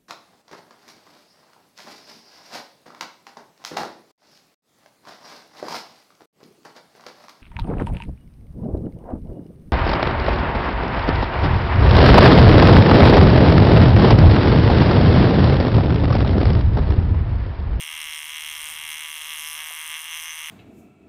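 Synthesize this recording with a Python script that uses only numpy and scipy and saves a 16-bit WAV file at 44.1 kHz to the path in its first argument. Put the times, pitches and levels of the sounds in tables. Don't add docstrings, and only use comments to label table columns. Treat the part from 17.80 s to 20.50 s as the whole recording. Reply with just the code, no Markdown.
import sys
import numpy as np
from scipy import signal
from scipy.fft import rfft, irfft, next_fast_len
from scipy.io import wavfile
from scipy.ndimage import map_coordinates

SR = 44100
rng = np.random.default_rng(int(sys.argv[2]) if len(sys.argv) > 2 else 0)


def store_wav(level_fs):
    pcm = np.round(np.clip(np.atleast_2d(level_fs), -1, 1) * 32767)
    wavfile.write(sys.argv[1], SR, pcm.T.astype(np.int16))


def amplitude_ratio(level_db):
    exponent = np.asarray(level_db, float) / 20
    return 10 ** exponent


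N = 119070

# time_s, turns_per_s, return_share (part of a turn from forward to return knock)
CRANK_SPEED = [(0.0, 76.67, 0.453), (0.075, 77.06, 0.34), (0.15, 77.25, 0.288), (0.225, 76.84, 0.362),
               (0.3, 76.47, 0.412), (0.375, 76.58, 0.398), (0.45, 76.43, 0.419), (0.525, 76.54, 0.37),
               (0.6, 76.63, 0.371), (0.675, 76.61, 0.349), (0.75, 76.69, 0.382), (0.825, 76.79, 0.419),
               (0.9, 76.45, 0.45), (0.975, 76.79, 0.364), (1.05, 76.97, 0.324), (1.125, 76.94, 0.37),
               (1.2, 77.15, 0.343), (1.275, 77.2, 0.396), (1.35, 77.05, 0.408), (1.425, 76.94, 0.434),
               (1.5, 77.17, 0.386), (1.575, 77.27, 0.435), (1.65, 77.08, 0.48), (1.725, 77.06, 0.459),
               (1.8, 77.2, 0.419), (1.875, 78.03, 0.425), (1.95, 78.51, 0.469), (2.025, 78.46, 0.507),
               (2.1, 78.48, 0.454), (2.175, 79.21, 0.475), (2.25, 80.51, 0.579), (2.325, 79.75, 0.529),
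               (2.4, 78.95, 0.547), (2.475, 78.98, 0.533), (2.55, 77.8, 0.466), (2.625, 78.62, 0.373),
               (2.7, 82.5, 0.573)]


def unit(x):
    return x / np.sqrt(np.mean(x ** 2) + 1e-20)


def along(points, hz):
    f, v = np.transpose(points)
    return np.interp(np.log(hz + 1), np.log(f + 1), v)


def curves(rows, t=None):
    s, *columns = np.transpose(rows)
    if t is None:
        t = np.arange(N) / SR
    return [np.interp(t, s, column) for column in columns]


def wobble(rate, t):
    return map_coordinates(rng.standard_normal(400), [t * rate + 1])


def filtered(x, response):
    m = next_fast_len(N + 8192)
    hz = np.fft.rfftfreq(m, 1 / SR)
    return irfft(rfft(x, m) * response(hz), m)[..., :N]


def coloured_noise(colour):
    return unit(filtered(rng.standard_normal(N), lambda hz: amplitude_ratio(along(colour, hz))))


def lay(times, rows):
    at = np.floor(times * SR).astype(int)[:, None] + np.arange(rows.shape[1])
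    return np.bincount(at.ravel(), rows.ravel(), N + SR)[:N]


def knocks():
    # time_s, body_forward_db, body_return_db, chips_forward_db, chips_return_db
    bite = [(0.0, -1.0, 1.0, 6.0, -2.0), (0.07, -4.0, 1.0, -1.0, -4.0), (0.14, -1.0, 2.0, -2.0, -4.0),
            (0.21, 4.0, 0.0, 3.0, -4.0), (0.28, -1.0, 2.0, -1.0, -2.0), (0.35, 3.0, 1.0, -0.0, 1.0),
            (0.42, -8.0, 3.0, -1.0, -1.0), (0.48, 0.0, -1.0, -2.0, 1.0), (0.55, 0.0, 4.0, 0.0, -4.0),
            (0.62, 4.0, 0.0, 1.0, -1.0), (0.69, 2.0, 3.0, 2.0, -1.0), (0.76, 3.0, -0.0, -0.0, 1.0),
            (0.83, 1.0, 1.0, 4.0, -1.0), (0.9, -3.0, -2.0, 0.0, 5.0), (0.97, -0.0, 1.0, -1.0, -2.0),
            (1.04, 1.0, 2.0, 1.0, -3.0), (1.11, 3.0, 1.0, 3.0, 2.0), (1.18, 0.0, 2.0, 0.0, -3.0),
            (1.25, 3.0, 1.0, 1.0, -1.0), (1.32, -6.0, 1.0, -1.0, 1.0), (1.38, 0.0, -1.0, -1.0, 2.0),
            (1.45, -1.0, -1.0, -2.0, 2.0), (1.52, 5.0, -1.0, 0.0, 2.0), (1.59, 1.0, -3.0, 2.0, 4.0),
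            (1.66, 2.0, -1.0, 2.0, 2.0), (1.73, 0.0, -5.0, 2.0, 5.0), (1.8, 3.0, -0.0, -1.0, -2.0),
            (1.87, -2.0, 0.0, 1.0, 3.0), (1.94, -1.0, -4.0, -3.0, 3.0), (2.01, 0.0, -1.0, -1.0, 4.0),
            (2.08, -0.0, -5.0, -3.0, 4.0), (2.15, 3.0, 3.0, -1.0, -1.0), (2.22, -4.0, -6.0, -3.0, 4.0),
            (2.28, -2.0, -1.0, -2.0, -3.0), (2.35, 2.0, 4.0, 3.0, -2.0), (2.42, -1.0, -2.0, 2.0, -0.0),
            (2.49, -0.0, 3.0, -2.0, -2.0), (2.56, -2.0, -1.0, 1.0, -0.0), (2.63, 1.0, 0.0, -3.0, -2.0),
            (2.7, -5.0, 2.0, -0.0, -0.0)]
    # time_s, factor on the timing scatter
    slack = [
        (0, 1.6),
        (.4, 1),
        (1.9, 1),
        (2.2, 3.5),
        (2.7, 4),
    ]
    start_turn, most_turns = .409, 215
    jitter_s, wander_s, scatter_db = .000022, .00005, .8

    speed, share = curves(CRANK_SPEED)
    turns = start_turn + np.cumsum(speed) / SR
    never = N / SR + .1
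    clock = np.arange(N) / SR
    times = np.concatenate([
        np.interp(np.arange(most_turns), turns - end * share, clock, left=never, right=never)
        for end in (0, 1)])
    end = np.repeat([0, 1], most_turns)
    chance = rng.standard_normal((len(end), 2))
    s = np.abs(times + jitter_s * curves(slack, times)[0] * chance[:, 0])
    slow_drift = np.where(end, wobble(20, s), wobble(20, s))
    s = np.abs(s + wander_s * curves(slack, s)[0] * slow_drift)
    body_fwd, body_ret, chip_fwd, chip_ret = np.array(curves(bite, s)) + scatter_db * chance[:, 1]
    return s, np.where(end, body_ret, body_fwd), np.where(end, chip_ret, chip_fwd), end


def ringing(s, body_db, chip_db, end):
    # pitch_hz, t60_s (time to fade by 60 dB), forward_db, return_db, grip_turn_db
    modes = [(925, 0.012, -17, -13, 0), (1165, .018, -16, -18.5, 2), (1773, 0.0028, -6.5, -6, 7),
             (2140, 0.0105, -1, 2, 0), (2830, 0.009, .5, 2, -0.5), (3235, 0.014, 1.5, 0, 0),
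             (4010, 0.0087, -5, -33, -1.5), (5480, 0.0062, -3.5, -10, -2), (6090, 0.011, -10.5, -4.5, 3),
             (7180, 0.0041, -17, -24, -12), (8710, 0.006, 0.5, -16, -4), (9600, 0.0055, -6, 3, 2),
             (11050, 0.003, 6, -6, 2), (13160, 0.0025, 3.5, 0, 4)]
    # delay_s, after_forward_db, after_return_db, dull_above_hz
    rebounds = [
        (.0011, -14, -13, 9000),
        (.0018, -18, -5, 1400),
    ]
    # time_s, level_db
    loosens = [
        (0, -7),
        (1.1, -5),
        (1.3, 0),
        (2.7, 0),
    ]
    # time_s, turn (-1 to 1)
    grip = [(0, -0.98), (.5, -1.1), (1.2, -0.097), (1.7, 0.4), (2.2, 0.53), (2.47, 0.59), (2.7, -0.24)]
    # pitch_hz, time_s, width_s, change_db
    freed = [(8710, 0, .07, 6), (8710, .38, .04, 4), (5480, .35, .1, 3), (8710, .83, .04, 5),
             (11050, 1.1, .07, 4), (6090, 1.03, .05, -5), (11050, 1.64, .13, 6), (5480, 1.68, .1, 5),
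             (6090, 1.68, .1, 3), (8710, 1.62, .1, -4), (9600, 2.05, .15, 2), (6090, 2.05, .15, -2),
             (6090, 2.48, .18, 7), (4010, 2.5, .2, -5), (9600, 2.38, .04, 3), (1160, 1.85, .12, 3),
             (1160, .75, .2, 2)]
    low_hz, low_share = 1400, .3
    bright_hz = 7000
    mode_scatter_db, drift_db, drift_per_s = 1.7, 1.3, 5
    loose_hz = 5000
    swell_s, crest_s, mode_jitter_s, detune = .00022, .00055, .000015, .008

    out = 0
    grid = np.arange(700) / SR
    loose_db, = curves(loosens, s)
    grip_turn, = curves(grip, s)
    contacts = [(0, 0.044, 0.046, np.inf)] + rebounds
    for hz, t60, mode_fwd_db, mode_ret_db, turn_db in modes:
        drive_db = chip_db if hz > bright_hz else body_db * (low_share if hz < low_hz else 1)
        freed_db = sum(lift_db * np.exp(-((s - at) / width) ** 2)
                       for mode, at, width, lift_db in freed if abs(mode / hz - 1) < .06)
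        drift = np.where(end, wobble(drift_per_s, s), wobble(drift_per_s, s))
        mode_db = drive_db + freed_db + turn_db * grip_turn + drift_db * drift
        count = int(min(len(grid), t60 * .7 * SR + 20))
        for delay, fwd_db, ret_db, dull_hz in contacts:
            chance = rng.standard_normal((len(s), 3)) * min(1, hz / loose_hz)
            start = s + delay
            t = np.maximum(grid[:count] - (start * SR % 1 / SR)[:, None], 0)
            end_db = np.where(end, mode_ret_db + ret_db, mode_fwd_db + fwd_db)
            level_db = mode_db + end_db + (delay > 0) * loose_db + mode_scatter_db * chance[:, 1]
            gain = amplitude_ratio(level_db) / (1 + (hz / dull_hz) ** 2)
            cycles = hz * ((t - crest_s) * (1 + detune * chance[:, 2:]) + mode_jitter_s * chance[:, :1])
            envelope = amplitude_ratio(-60 * t / t60) * (1 - np.exp(-t / swell_s)) ** 2
            out = out + lay(start, gain[:, None] * envelope * np.cos(2 * np.pi * cycles))
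    return out


def cracks(s, chip_db):
    # pitch_hz, level_db per Hz
    crack_colour = [(500, -71), (3500, -16.5), (4800, -5), (6000, -3), (9500, 1.5), (12000, -5),
                    (14000, -2.5), (15500, -8)]
    attack_s = .00022
    crack_db, crack_t60_s = 2.5, 0.0042
    rattle_db, rattle_t60_s = -11.5, 0.027

    t = np.arange(600) / SR
    fade = amplitude_ratio(crack_db - 60 * t / crack_t60_s) + amplitude_ratio(rattle_db - 60 * t / rattle_t60_s)
    shape = (1 - np.exp(-t / attack_s)) ** 2 * fade
    bursts = lay(np.abs(s - attack_s), amplitude_ratio(chip_db)[:, None] * shape)
    return coloured_noise(crack_colour) * bursts


def tool_path(tool):
    # centre_hz, width_hz, depth (0-1)
    dips = [(4550, 900, .7), (6900, 300, .4), (7600, 700, .55)]
    low_cut_hz = 803

    def response(f):
        ratio = 1j * f / low_cut_hz
        path = (ratio ** 2 / (1 + 0.96 * ratio + ratio ** 2)) ** 2
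        for centre, width, depth in dips:
            band = 1j * f * width / (centre * centre - f * f + 1j * f * width)
            path = path * (1 - np.clip(depth, 0, 1) * band)
        return path

    return filtered(tool, response)


def gears():
    # pitch_hz, level_db per Hz
    hiss_colour = [(260, -77), (450, -24.5), (1160, -9), (3020, -0.5), (4510, -19), (5980, -11),
                   (7470, -24), (9610, -10), (15700, -33.5)]
    # time_s, level_db
    hiss_level = [(0, -45.5), (1, -45.5), (1.8, -45.5), (2.7, -45.5)]
    t = np.arange(N) / SR
    return coloured_noise(hiss_colour) * amplitude_ratio(curves(hiss_level)[0] + 1.22 * wobble(11.66, t))


def hum():
    # multiple of the turning speed, level_db
    hum_tones = [(6, -76), (8, -72), (10, -70), (13, -62), (15, -62)]
    # time_s, level_db
    hum_fades = [(0, -6), (.5, -2), (.9, 0), (1.9, 0), (2.2, -4), (2.7, -8)]
    t = np.arange(N) / SR
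    turns = np.cumsum(curves(CRANK_SPEED)[0]) / SR
    out = 0
    for multiple, db in hum_tones:
        cycles = round(multiple) * turns + rng.random()
        out = out + amplitude_ratio(db + 2.5 * wobble(6, t)) * np.sin(2 * np.pi * cycles)
    return amplitude_ratio(curves(hum_fades)[0]) * out


def tap():
    # pitch_hz, level_db, t60_s
    wood_tones = [(430, -48, .045), (600, -43, .05), (730, -35.5, .05), (950, -46, .035), (1220, -41, .035)]
    tap_s, rise_s = 1.902, .0035
    t = np.maximum(np.arange(N) / SR - tap_s, 0)
    rise = (1 - np.exp(-t / rise_s)) ** 2
    return sum(amplitude_ratio(db - 60 * t / t60) * rise * np.sin(2 * np.pi * hz * t) for hz, db, t60 in wood_tones)


def wind():
    # time_s, level_db
    wind_level = [(0.0, -68), (0.28, -61.5), (0.33, -68), (0.73, -61), (0.77, -65), (0.92, -60.5),
                  (1.34, -67.5), (1.68, -63.5), (1.97, -67), (2.01, -65.5), (2.68, -65), (2.7, -73)]
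    # pitch_hz, level_db per Hz
    rumble_colour = [(15, -9), (31, -5), (50, 0), (75, -7), (108, -11), (334, -20), (500, -24), (1100, -55)]
    # pitch_hz, level_db per Hz
    gust_colour = [(35, -14), (60, 0), (110, -2), (200, -8), (350, -30)]
    gust_s, gust_width_s, gust_db = 1.01, 0.11, -64.5

    t = np.arange(N) / SR
    rumble = coloured_noise(rumble_colour) * amplitude_ratio(curves(wind_level)[0] - 1.5 + 0.72 * wobble(7.9, t))
    swell = np.exp(-((t - gust_s) / gust_width_s) ** 2)
    return rumble + coloured_noise(gust_colour) * amplitude_ratio(gust_db) * swell


def scene():
    knock_db = -31
    s, body_db, chip_db, end = knocks()
    tool = amplitude_ratio(knock_db) * (ringing(s, body_db, chip_db, end) + cracks(s, chip_db))
    return (tool_path(tool) + gears() + hum() + tap() + wind())[None]


def top_cut(x):
    return signal.sosfilt(signal.butter(12, 16020, fs=SR, output="sos"), x)


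def record(dry):
    shelf_hz, shelf_db, top_hz = 15470, -15, 15830
    mix = filtered(dry, lambda hz: np.where(hz < shelf_hz, 1, amplitude_ratio(shelf_db)) * (hz < top_hz))
    return top_cut(mix)


dry = scene()
out = record(dry)
store_wav(out)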